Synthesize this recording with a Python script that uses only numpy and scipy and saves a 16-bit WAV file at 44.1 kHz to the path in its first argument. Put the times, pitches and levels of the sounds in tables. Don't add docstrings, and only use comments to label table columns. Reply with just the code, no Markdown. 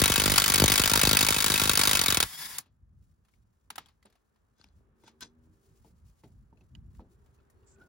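import sys
import numpy as np
from scipy import signal
from scipy.fft import rfft, irfft, next_fast_len
from scipy.io import wavfile
from scipy.ndimage import uniform_filter1d, minimum_filter1d, map_coordinates

SR = 44100
rng = np.random.default_rng(int(sys.argv[2]) if len(sys.argv) > 2 else 0)


def to_wav(s):
    ch = np.atleast_2d(s).T
    pcm = np.round(np.clip(ch, -1, 1) * 32767)
    wavfile.write(sys.argv[1], SR, pcm.astype(np.int16))


def linear_from_db(decibels):
    return 10 ** (np.asarray(decibels, float) / 20)


N = 347508


def unit(x):
    return x / np.sqrt(np.mean(x ** 2) + 1e-20)


def along(points, hz):
    f, v = np.transpose(points)
    return np.interp(np.log(hz + 1), np.log(f + 1), v)


def curves(rows):
    s, *cols = np.transpose(rows)
    return [np.interp(np.arange(N) / SR, s, c) for c in cols]


def sounding(rows):
    t = np.arange(N) / SR
    return np.clip(np.minimum(t - rows[0][0], rows[-1][0] - t) * 100, 0, 1)


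def swells(rows):
    t = np.arange(N) / SR
    gain = 0
    for s, db, rise, fall in rows:
        gain = gain + linear_from_db(db - rise * np.clip(s - t, 0, None) - fall * np.clip(t - s, 0, None))
    return gain


def wobble(rate):
    knots = rng.standard_normal(int(N * rate / SR) + 4)
    return map_coordinates(knots, [np.arange(N) * rate / SR])


def filtered(x, response):
    m = next_fast_len(N + SR // 2)
    return irfft(rfft(x, m) * response(np.fft.rfftfreq(m, 1 / SR)), m)[..., :N]


def hiss(spectrum, channels=2):
    return unit(filtered(rng.standard_normal((channels, N)), lambda hz: linear_from_db(along(spectrum, hz))))


def resonant(modes):
    def response(f):
        total = 0
        for k, (c, w, db) in enumerate(modes):
            total = total + (-1) ** k * linear_from_db(db) * 1j * f * w / (c * c - f * f + 1j * f * w)
        return total
    return response


def struck(times, sizes, t60, rise):
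    t = np.arange(SR // 5) / SR
    hits = np.bincount(np.round(times * SR).astype(int), sizes, N)
    return signal.fftconvolve(hits, linear_from_db(-60 * t / t60) * (1 - np.exp(-t / rise)))[:N]


# f/Hz, likeness (1 = identical)
PORT_LIKENESS = [(200, .95), (600, .7), (1800, .5), (2300, .88), (4300, .65), (7400, .35), (8300, .97),
                 (9700, .78), (11000, .99), (12000, .8), (13000, .965), (13600, .992), (14300, .82),
                 (15700, .92)]
# f/Hz, level/dB
PORT_BALANCE = [(60, -1.5), (110, -0.5), (200, 0.5), (380, 6), (700, 5), (1290, 4), (2380, 0), (4400, 5.5),
                (8120, 1), (15000, 0)]
# f/Hz, phase/rad
PORT_LEAD = [(200, 0), (860, .3), (1700, -.6), (3200, 1.4), (5200, .5), (6100, -1.3), (7500, -1),
             (8100, -3.5), (8800, -3.9), (10300, -5.4), (11000, -6.28), (12000, -7.3), (13400, -9.42),
             (15700, -12.5)]


def at_ports(pair):
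    sides = np.array([[1], [-1]])

    def turn(hz):
        return np.arccos(along(PORT_LIKENESS, hz)) / 2

    def arch(hz):
        return linear_from_db(sides * along(PORT_BALANCE, hz) / 2) * np.exp(.5j * sides * along(PORT_LEAD, hz))

    shared = filtered(pair[0], lambda hz: arch(hz) * np.cos(turn(hz)))
    return shared + filtered(pair[1], lambda hz: arch(hz) * sides * np.sin(turn(hz)))


# t/s, f/Hz, level/dB
FIRING = [(4.75, 66.2, -90.5), (4.86, 73.5, -84.5), (5.386, 80.34, -75), (5.79, 75.4, -88.5),
          (5.85, 75, -87)]
# multiple, level/dB
FIRING_ORDERS = [(2, -6), (3, 4.5), (4, -3), (5, -17), (7, -10.5)]
# t/s, f/Hz, level/dB
FAR_HUMS = [
    [(4.8, 391.5, -81.5), (5.276, 379.3, -72.5), (5.372, 405, -83), (5.8, 382, -74)],
    [(7.1, 374, -78), (7.206, 403, -76.5), (7.88, 386, -73)],
]
# t/s, f/Hz, level/dB
FAR_SQUEAL = [(7.7, 1500, -83), (7.79, 1470, -75), (7.82, 1477, -57.5), (7.84, 1460, -73.5),
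              (7.88, 1435, -75)]
# t/s, f/Hz, level/dB
FAR_CHIRP = [(7.53, 4320, -97), (7.58, 4300, -90.5), (7.63, 4300, -93)]


def far_engine():
    hz, db = curves(FIRING)
    turn = 2 * np.pi * np.cumsum(hz) / SR
    orders = sum(linear_from_db(level + 2.5 * wobble(10)) * np.sin(k * turn) for k, level in FIRING_ORDERS)
    out = sounding(FIRING) * linear_from_db(db + 3) * orders
    for rows in [*FAR_HUMS, FAR_SQUEAL, FAR_CHIRP]:
        hz, db = curves(rows)
        phase = 2 * np.pi * np.cumsum(hz) / SR + .8 * wobble(130) * (hz / 400) ** .35
        out = out + sounding(rows) * linear_from_db(db + 3 + 3 * wobble(25)) * np.sin(phase)
    return out


# f/Hz, level/dB per Hz
RUMBLE_COLOUR = [(12, -59), (20, -41), (48, 1.5), (76, 1), (129, -6.5), (222, -16), (400, -33), (520, -66),
                 (880, -120)]
# f/Hz, level/dB per Hz
YARD_COLOUR = [(120, -43), (200, 3.5), (310, -5.5), (384, -3), (718, -10.5), (1140, -9), (1750, -14),
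               (2050, -21), (4000, -31), (5200, -64), (8800, -120)]
# f/Hz, level/dB per Hz
RUSTLE_COLOUR = [(1000, -23), (2000, -6), (4000, -4.5), (7000, -1.5), (9000, -1), (12000, -9),
                 (15500, -3.5)]
# t/s, level/dB
GRIP_LEVEL = [(2.25, -70), (4.0, -68.5), (4.16, -80), (4.8, -78), (6.2, -101), (7.88, -64.5)]
# t/s, level/dB
YARD_LEVEL = [(2.6, -74), (2.67, -83.5), (4.64, -79), (5.08, -75.5), (6.56, -79), (7.88, -71)]
# t/s, level/dB
RUSTLE_LEVEL = [(2.7, -92), (3.35, -82.5), (3.44, -88), (5.53, -89.5), (5.74, -82.5), (6.52, -88),
                (7.73, -84), (7.88, -75)]
# t/s, level/dB, half length/s
GLOVE_STROKES = [(4.777, -84, 0.029), (5.011, -80, 0.031), (5.452, -85, 0.029), (5.552, -79, 0.032),
                 (5.659, -73.5, 0.054), (5.773, -76, 0.023), (5.874, -74, 0.035), (5.978, -80, 0.019),
                 (6.08, -78, 0.027), (6.199, -79, 0.025), (6.267, -84, 0.034), (6.325, -84, .01),
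                 (6.915, -84, 0.013), (6.964, -75, 0.035), (7.127, -74, 0.022), (7.353, -81, 0.016),
                 (7.814, -76, 0.023)]
# peak t/s, level/dB, rise/(dB/s), fall/(dB/s)
HAND_SHIFTS = [(2.25, -39, 2003, 564), (2.95, -56, 99, 77.5), (4.84, -66, 56, 299.5), (5.25, -63.5, 29, 94),
               (5.5, -56, 138, 243.5), (5.89, -57, 54, 29), (6.24, -52, 2000, 29), (6.77, -47, 203, 37.5)]


def hand():
    a, b = hiss(RUMBLE_COLOUR)
    rumble = unit(linear_from_db(3.22 * wobble(25)) * np.array([a + 0.27 * b, a - 0.27 * b]))
    rustle = at_ports(unit(linear_from_db(1.6 * wobble(6.9) + 2.2 * wobble(150)) * hiss(RUSTLE_COLOUR)))
    t = np.arange(N) / SR
    strokes = sum(linear_from_db(db) * np.exp(-((t - s) / half) ** 2) for s, db, half in GLOVE_STROKES)
    out = strokes * rustle + swells(HAND_SHIFTS) * rumble
    layers = [(GRIP_LEVEL, rumble, .3), (RUSTLE_LEVEL, rustle, 1.5), (YARD_LEVEL, hiss(YARD_COLOUR), 1.5)]
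    for rows, noise, db in layers:
        out = out + sounding(rows) * linear_from_db(curves(rows)[0] + db) * noise
    return out


# peak t/s, level/dB, rise/(dB/s), fall/(dB/s)
DRAGS = [
    (4.6, -68.5, 580, 178),
    (5.08, -57.5, 450, 602),
    (5.209, -50, 9000, 415),
    (5.226, -43.5, 1600, 637),
]
# f/Hz, width/Hz, level/dB
SPANNER_MODES = [(1545, 38, 1), (3430, 88, 1), (4100, 110, -2.5), (5000, 150, -2), (6080, 180, -2),
                 (7000, 120, -9), (7700, 110, -9), (8960, 540, -15)]
# f/Hz, level/dB per Hz
CONTACT_BODY = [(300, -25), (900, 5), (2000, 0.5), (4000, 0), (7000, -11.5), (16000, -49)]
# f/Hz, level/dB per Hz
CONTACT_TREBLE = [(2000, -52), (4500, -5.5), (7000, 0.5), (10000, 0.5), (15500, -4)]
# t/s, level/dB
GLOVE_SQUEAK = [(7.65, -95), (7.675, -68), (7.72, -66), (7.75, -74), (7.77, -95)]
# f/Hz, level/dB per Hz
RUBBER_COLOUR = [(4000, -30.5), (6000, -21.5), (6600, -17), (7500, -10), (8500, -25), (11000, -48)]


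def scrapes():
    grit = rng.standard_normal((2, N)) * linear_from_db(2.4 * wobble(300))
    ringing = unit(filtered(grit, resonant(SPANNER_MODES)))
    drag = unit(linear_from_db(5.5) * ringing + hiss(CONTACT_BODY) + linear_from_db(-16) * hiss(CONTACT_TREBLE))
    squeak = linear_from_db(curves(GLOVE_SQUEAK)[0] + 2.0 * wobble(80)) * hiss(RUBBER_COLOUR)
    return swells(DRAGS) * at_ports(drag) + sounding(GLOVE_SQUEAK) * squeak


# t/s, peak level/dB, strongest ring f/Hz, relative treble level/dB
CLANKS = [(2.583, -35.5, 3660, 9), (2.584, -30, 4700, -8), (2.584, -36, 2200, -35),
          (3.7025, -28, 1230, -12.5), (3.704, -29.5, 2910, -26), (3.757, -36.5, 1580, -7),
          (3.756, -40, 3040, -28), (3.78, -26.5, 795, -15), (3.781, -30, 2940, -27),
          (3.783, -28.5, 1250, -27), (3.815, -49, 2198, -30), (5.207, -43, 3415, -3),
          (6.751, -44, 2960, -26), (6.752, -63, 2470, -35), (6.752, -61, 2000, -30)]
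TICKS = [(3.249, -63, 772, -12), (3.284, -62, 1327, -14.5), (3.337, -60, 2230, -22),
         (3.859, -52.5, 3320, -14), (3.885, -49.5, 4540, -21), (4.027, -57, 2006, -15),
         (4.065, -55, 1530, -31), (4.1, -68, 5000, -7), (4.125, -59, 4320, -17), (4.154, -57, 720, -19),
         (4.056, -47, 8370, -37), (4.346, -72, 5200, -19), (4.359, -62, 1150, -20), (5.077, -39, 910, -28),
         (6.948, -62.5, 1130, -12), (7.387, -58, 2600, -36), (7.401, -60, 1380, -36),
         (7.76, -64.5, 2500, -30), (7.632, -66, 2790, -24)]
BUMPS = [(2.659, -63.5, 1153, -14), (4.052, -53, 639, -21), (5.036, -51.5, 920, -19),
         (5.222, -44, 1530, -27), (5.846, -47.5, 886, -47), (6.236, -46.5, 900, -25),
         (6.24, -61, 2070, -36), (6.25, -63.5, 1402, -43), (6.527, -52, 910, -57), (6.573, -61, 2600, -25),
         (6.609, -58, 2630, -21), (6.859, -79, 960, -3), (6.995, -43.5, 903, -57),
         (7.003, -51.5, 1302, -38), (7.259, -62, 703, -13), (7.499, -70, 803, 5),
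         (7.783, -53.5, 400, -40.5), (7.812, -51, 884, -26)]
SNAPS = [
    (4.583, -60, 6500, -11),
    (4.6135, -32, 4400, -36),
    (4.641, -33.5, 5390, -37),
    (4.6425, -34, 2390, -27),
    (4.687, -57, 4300, -22),
]
SNAP_T60_S = 0.007
# rows, relative dull knock level/dB, t60/s, after-ring level/dB
CONTACTS = [
    (CLANKS, -32.5, 0.029, -21),
    (SNAPS, -35, SNAP_T60_S, -27),
    (TICKS, -27, 0.045, -11),
    (BUMPS, -1.7, 0.068, -16),
]


def knocks():
    out, t = np.zeros((2, N)), np.arange(SR // 4) / SR
    body, sharp = at_ports(hiss(CONTACT_BODY)), at_ports(hiss(CONTACT_TREBLE))
    dull = hiss([(80, -27), (200, 1.5), (450, -8), (900, -18.0), (2000, -77)], channels=1)
    rough = hiss([(10, 7), (100, -9.5), (400, -38), (2000, -92)])
    events = [(*row, *kind) for rows, *kind in CONTACTS for row in rows]
    for s, db, hz, treble_db, knock_db, t60, tail_db in events:
        start = round(s * SR)
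        at = slice(start, min(start + len(t), N))
        u, t60 = t[:at.stop - at.start], np.clip(t60, .005, .2)
        fade = linear_from_db(-60 * u / t60) * (1 - np.exp(-u / (0.032 * t60)))
        tail = linear_from_db(tail_db - 60 * u / 0.206)
        partials = [(1, 0.8), (1.6, .5 * treble_db), (2.3, 4.5 + .7 * treble_db)]
        modes = sum(linear_from_db(level) * np.sin(2 * np.pi * k * hz * u) for k, level in partials)
        ring_t60 = np.clip(.75 * t60 * (1500 / hz) ** .4, .008, .034)
        ring_fade = linear_from_db(-60 * u / ring_t60) * (1 - np.exp(-u / 0.00029))
        ring = linear_from_db(-12.5 - 0.15 * treble_db) * modes * (1 + 1.1 * rough[:, at]) * ring_fade
        burst = linear_from_db(-5.5 + 0.44 * min(treble_db, -6)) * body[:, at]
        burst = burst + linear_from_db(treble_db + 3.0 - 60 * u / 0.17) * sharp[:, at]
        thud = linear_from_db(knock_db - 6.0) * dull[:, at] * linear_from_db(-60 * u / 0.19) * (1 - np.exp(-u / 0.0011))
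        out[:, at] += linear_from_db(db) * (burst * (fade + tail) + ring + thud)
    return out


# t/s, level/dB
MOTOR_LEVEL = [(0, -36), (1.9, -36.5), (2.2, -36.5), (2.3, -44.5), (2.37, -43.5), (2.39, -40),
               (2.415, -40.5), (2.432, -37.5), (2.445, -40.5), (2.457, -37), (2.478, -44.5), (2.515, -40),
               (2.535, -44.5), (2.58, -41), (2.615, -55), (2.645, -99)]
# f/Hz, level/dB per Hz
WHIRR_COLOUR = [(60, -31.5), (150, 2.5), (300, -10.5), (550, -12), (900, -1.5), (3000, -4), (3700, -3.5),
                (5000, 1), (6200, -3), (8600, 0.5), (12000, -1), (15500, -2.5)]
# f/Hz, width/Hz, level/dB
CASE_MODES = [(960, 55, -8.5), (1700, 80, -3.5), (1974, 35, -2), (2190, 89, -5.5), (3575, 45, 1),
              (5580, 40, -8.5)]


def motor():
    case = unit(filtered(rng.standard_normal((2, N)), resonant(CASE_MODES)))
    level_db, = curves(MOTOR_LEVEL)
    case_gain = linear_from_db(-7.5 + 0.72 * (level_db + 39))
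    whirr = (hiss(WHIRR_COLOUR) + case_gain * case) * linear_from_db(1.5 * wobble(60))
    return at_ports(whirr) * linear_from_db(level_db) * (np.arange(N) < MOTOR_LEVEL[-1][0] * SR)


# t/s, f/Hz, level/dB
GEAR_MESH = [(2.25, 4600, -70), (2.29, 4720, -63), (2.32, 4900, -66.5), (2.35, 4940, -58.5),
             (2.38, 5000, -61), (2.44, 4940, -51), (2.47, 4920, -64), (2.52, 4900, -65), (2.56, 4850, -65)]
# multiple, level/dB
MESH_ORDERS = [(.67, -1), (1, 0), (1.055, -3), (2.02, -8), (3.04, -11)]


def whine():
    hz, db = curves(GEAR_MESH)
    turn = 2 * np.pi * np.cumsum(hz) / SR

    def line(k, level):
        return linear_from_db(level + 3 * wobble(40)) * np.sin(k * turn + .9 * wobble(90))

    lines = [sum(line(k, level) for k, level in MESH_ORDERS) for _ in range(2)]
    return at_ports(sounding(GEAR_MESH) * linear_from_db(db + 5.5) * np.array(lines))


# t/s, peak level/dB, jolt
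# level/dB, favoured ring f/Hz
HAMMER_BLOWS = [(0.0, -16.5, -28.5, 5000), (0.0172, -12, -15.5, 1980), (0.0385, -8, -27, 2266),
                (0.0576, -9, -28, 3780), (0.0785, -10.0, -31, 1138), (0.0987, -11.5, -18, 1575),
                (0.1194, -8.5, -33.5, 2996), (0.139, -10.5, -29, 1575), (0.1586, -9.5, -37, 3817),
                (0.1785, -11.5, -20.5, 2575), (0.1982, -9.5, -28, 3020), (0.2181, -11.5, -23, 1390),
                (0.2378, -11.5, -28, 4580), (0.2581, -10, -20.5, 1386), (0.2776, -11.5, -20.5, 1385),
                (0.2984, -12.5, -24.5, 1980), (0.3183, -11.5, -23, 5000), (0.339, -12.0, -27.5, 3003),
                (0.3591, -10, -31, 3290), (0.3789, -9, -26.5, 5000), (0.3993, -9.5, -37.5, 3776),
                (0.4192, -10, -28.5, 3815), (0.4398, -12, -40, 3000), (0.46, -13, -34, 4570),
                (0.4795, -11.5, -31, 4570), (0.4996, -10, -23.5, 1138), (0.5198, -11.5, -35, 1378),
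                (0.539, -11.5, -24.5, 2266), (0.5582, -11, -25.5, 1367), (0.5792, -11.5, -23.5, 1575),
                (0.599, -10, -19, 5000), (0.6196, -11.5, -10.5, 926), (0.639, -11, -12.5, 6200),
                (0.6589, -12.5, -31, 6200), (0.6795, -9.5, -26, 3800), (0.6991, -12, -21.5, 4540),
                (0.7188, -7.5, -23.5, 1138), (0.7383, -11.5, -30.5, 5000),
                (0.757, -10, -39, 2266), (0.778, -10.5, -38.5, 3290), (0.7962, -10.5, -18.5, 3800),
          (0.817, -11.5, -36.5, 2575), (0.8369, -10.5, -26, 3000), (0.8574, -12, -30.5, 1575),
          (0.8759, -10.5, -38, 3800), (0.8968, -11, -37.5, 1380), (0.9151, -10.5, -20.5, 1380),
          (0.935, -8.5, -26.5, 926), (0.9548, -13.5, -23.5, 1370), (0.9742, -13, -23.5, 3800),
          (0.9937, -11.0, -36.5, 6200), (1.0136, -9.5, -31.5, 3800), (1.0325, -10, -17.5, 1138),
          (1.052, -10.5, -28.5, 3800), (1.0716, -10.0, -16.5, 3800), (1.0912, -12, -31.5, 4590),
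          (1.111, -10.5, -22, 1390), (1.1299, -10, -20.5, 3800), (1.1493, -11.5, -26, 1575),
          (1.1693, -10, -34.5, 2575), (1.1896, -10.5, -33, 3800), (1.2086, -11, -28, 2575),
          (1.2271, -11, -22.5, 3800), (1.248, -12, -30, 6200), (1.266, -10.5, -32.5, 2266),
          (1.286, -10, -27.5, 2266), (1.3054, -10.5, -23.5, 3800), (1.3245, -12.0, -33.5, 1380),
          (1.3439, -14, -35.5, 2575), (1.3634, -13.5, -26, 2575), (1.3837, -13.5, -36, 3800),
          (1.4038, -12, -35.5, 3800), (1.423, -14, -44.5, 2266), (1.4426, -12, -32.5, 1980),
          (1.462, -10, -27.5, 1980), (1.481, -13, -38.5, 3800),
                (1.5, -11.5, -22.5, 1575), (1.5189, -13, -28.5, 3800), (1.5396, -10, -28, 3800),
         (1.558, -13, -34.5, 2575), (1.5778, -11.5, -32, 3800), (1.597, -11, -33.5, 2575),
         (1.6163, -11.5, -22, 3290), (1.6356, -12, -31, 1138), (1.6551, -13.5, -25, 3800),
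         (1.6749, -13, -29, 926), (1.6943, -12.5, -23, 3800), (1.7135, -14, -34.5, 2266),
         (1.7337, -13.5, -27, 6200), (1.754, -13, -38, 4570), (1.7738, -11, -33.5, 3800),
         (1.7928, -9.5, -26.5, 3000), (1.8131, -10.5, -40, 2266), (1.8343, -10.5, -32, 5000),
         (1.8535, -12.5, -32, 1380), (1.8731, -8, -24.5, 3800), (1.893, -13, -35, 1380),
         (1.9118, -9, -32, 3800), (1.9315, -10, -26, 3000), (1.9515, -10, -32, 2575),
         (1.9709, -12.5, -35, 1380), (1.992, -11, -31.5, 3800), (2.014, -10, -29.5, 6200),
         (2.0371, -14, -36.5, 4570), (2.0604, -9.5, -37.5, 2575), (2.0823, -11, -23.5, 3800),
         (2.1025, -12, -34.5, 6200), (2.1232, -12, -26.5, 2575), (2.1455, -12, -36, 3800),
         (2.1711, -9.5, -23.5, 6200), (2.2025, -10.5, -39.5, 3800), (2.227, -11, -30.5, 3800)]


def blows():
    return np.transpose(HAMMER_BLOWS)


# t/s, level/dB
PHONE_BUMPS = [
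    (4.597, -57.5),
    (4.806, -62),
    (5.471, -63.5),
    (6.239, -54),
]
# f/Hz, level/dB per Hz
JOLT_COLOUR = [(20, -39), (45, -1), (75, 1.5), (250, -2), (500, -8), (1200, -24.5), (3000, -50)]


def push(beat, turns=1.3):
    s, db = np.c_[np.transpose(PHONE_BUMPS), beat[[0, 2]]]
    sizes = np.sign(rng.standard_normal(len(s))) * linear_from_db(db + 39.5)
    hits = np.bincount(np.round(s * SR).astype(int), sizes, N)

    def response(f):
        return linear_from_db(along(JOLT_COLOUR, f)) * np.exp(-2j * np.pi * turns * np.log(f + 1))

    return filtered(hits, response) * linear_from_db(2.5 * wobble(30) * np.array([[1], [-1]]))


# f/Hz, width/Hz, level/dB
STRUT_MODES = [(926, 34, -5), (1138, 23, -4), (1388, 60, -2.5), (1575, 35, -4.5), (1980, 58, -6.5),
               (2266, 74, -2.5), (2575, 62, -1), (3000, 72, -3), (3290, 63, -2.5), (3800, 105, -1),
               (4580, 140, -2.5), (5000, 70, -3.5), (6180, 110, -5), (8620, 500, 0)]


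def strut(times, sizes, favoured_hz):
    favour_db, favour_share, scatter_db = 7, 0.04, 3
    hz, width, db = np.transpose(STRUT_MODES)[:, :, None]
    t = np.arange(4096) / SR
    modes = width / 60 * linear_from_db(db) * np.exp((2j * hz - width) * np.pi * t) * (1 - np.exp(-t / 0.0003))
    near = np.exp(-(np.log(hz.T / favoured_hz[:, None]) / favour_share) ** 2)
    luck = rng.standard_normal((len(times), 2, 2, len(STRUT_MODES))).transpose(1, 2, 0, 3)
    mix = sizes[:, None] * linear_from_db(favour_db * near + scatter_db * luck[0]) * np.exp(3j * luck[1])
    at = (np.round(times * SR).astype(int)[:, None] + np.arange(len(t))).ravel()
    return np.array([np.bincount(at, (part @ modes).real.ravel(), N) for part in mix])


# f/Hz, level/dB per Hz
RATTLE_COLOUR = [(240, -12.5), (400, -15), (740, -12.5), (1360, -6.5), (2600, -10.5), (3800, -7),
                 (6000, -7), (8200, -4.5), (12000, -8.5), (15500, -5.5)]
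# f/Hz, t60/s
RATTLE_T60 = [(500, 0.069), (3000, 0.063), (12000, 0.03)]


def hammer(beat):
    s, db, _, favoured_hz = beat
    luck = rng.standard_normal((len(s), 5))
    times = np.r_[s, s + .0025 + .0008 * luck[:, 0], s + .0075 + .001 * luck[:, 3]]
    sizes = np.r_[linear_from_db(db), linear_from_db(db - 6 + 4 * luck[:, 1]), linear_from_db(db - 16 + 4 * luck[:, 2])]
    noise = hiss(RATTLE_COLOUR)
    crack_sizes = sizes * np.tile(linear_from_db(2.8 * luck[:, 4]), 3)
    rattle = linear_from_db(6) * noise * struck(times, crack_sizes, 0.008, rise=.0004)
    for (_, t60), share in zip(RATTLE_T60, np.eye(3)):
        weights = [(c[0], u) for c, u in zip(RATTLE_T60, share)]
        band = filtered(noise, lambda f: along(weights, f))
        rattle = rattle + band * struck(times, sizes, t60, rise=0.0004)
    ring = strut(times, sizes, np.tile(favoured_hz, 3))
    return at_ports(linear_from_db(-11.0) * rattle + linear_from_db(-18) * ring)


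# from t/s, to t/s
CALM_SPANS = [(.365, .435), (1.3, 1.38), (1.51, 1.71), (1.785, 1.85), (1.9, 1.945)]


def restless():
    t = np.arange(N) / SR
    return 1 - sum((t > a) & (t < b) for a, b in CALM_SPANS)


def band_limited(x):
    top_hz, burst_top_hz = 16065, 16600

    def below(edge_hz):
        def response(hz):
            return linear_from_db(-60 / (1 + np.exp(np.clip((edge_hz - hz) / 40, -50, 50))))
        return filtered(x, response)

    low = below(top_hz)
    extra = below(burst_top_hz) - low
    level = uniform_filter1d(np.abs(extra).sum(axis=0), size=128)
    nearby_peak = -minimum_filter1d(-level, size=900)
    attack = (level > linear_from_db(-5) * nearby_peak) & (level > linear_from_db(-47))
    return low + extra * uniform_filter1d(attack * restless() * 1., size=64)


def masked(x, depth_db=-17, low_hz=4500, under_db=-11):
    hz, _, both = signal.stft(np.array([x[0] + x[1], x[0] - x[1]]) / 2, SR, nperseg=256)
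    bass = hz[:, None] < low_hz
    bands = np.abs(both[:, 1:]).reshape(2, 32, -1, both.shape[2]).mean(axis=2)
    bands = bands * linear_from_db(2 * rng.standard_normal(bands.shape))
    level = np.repeat(bands, 4, axis=1)[:, np.r_[0, :128]]
    depth = np.resize((linear_from_db(depth_db + 1.5 * wobble(40)) * restless())[::128], both.shape[2])
    spread = uniform_filter1d(level.max(axis=0), size=41, axis=0)
    loudest = -minimum_filter1d(-spread, size=9, axis=1)
    keep = (level > depth * loudest) | bass | (loudest < linear_from_db(-62))
    slow = uniform_filter1d(uniform_filter1d(np.abs(both), size=3, axis=1), size=7, axis=2)
    keep[0] &= (slow[0] > linear_from_db(under_db) * slow[1]) | bass | (level[0] > linear_from_db(-50))
    mid, side = both * keep
    return signal.istft(np.array([mid + side, mid - side]), SR, nperseg=256)[1][:, :N]


def scene():
    beat = blows()
    background = far_engine() + hand() + scrapes() + knocks()
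    return background + motor() + whine() + push(beat) + hammer(beat)


def band_limit(x):
    return signal.sosfilt(signal.butter(12, 17120, fs=SR, output="sos"), x)


def record(dry):
    saturated = dry / (1 + np.abs(dry / .8) ** 6) ** (1 / 6)
    mix = masked(band_limited(saturated))
    return band_limit(mix)


dry = scene()
out = record(dry)
to_wav(out)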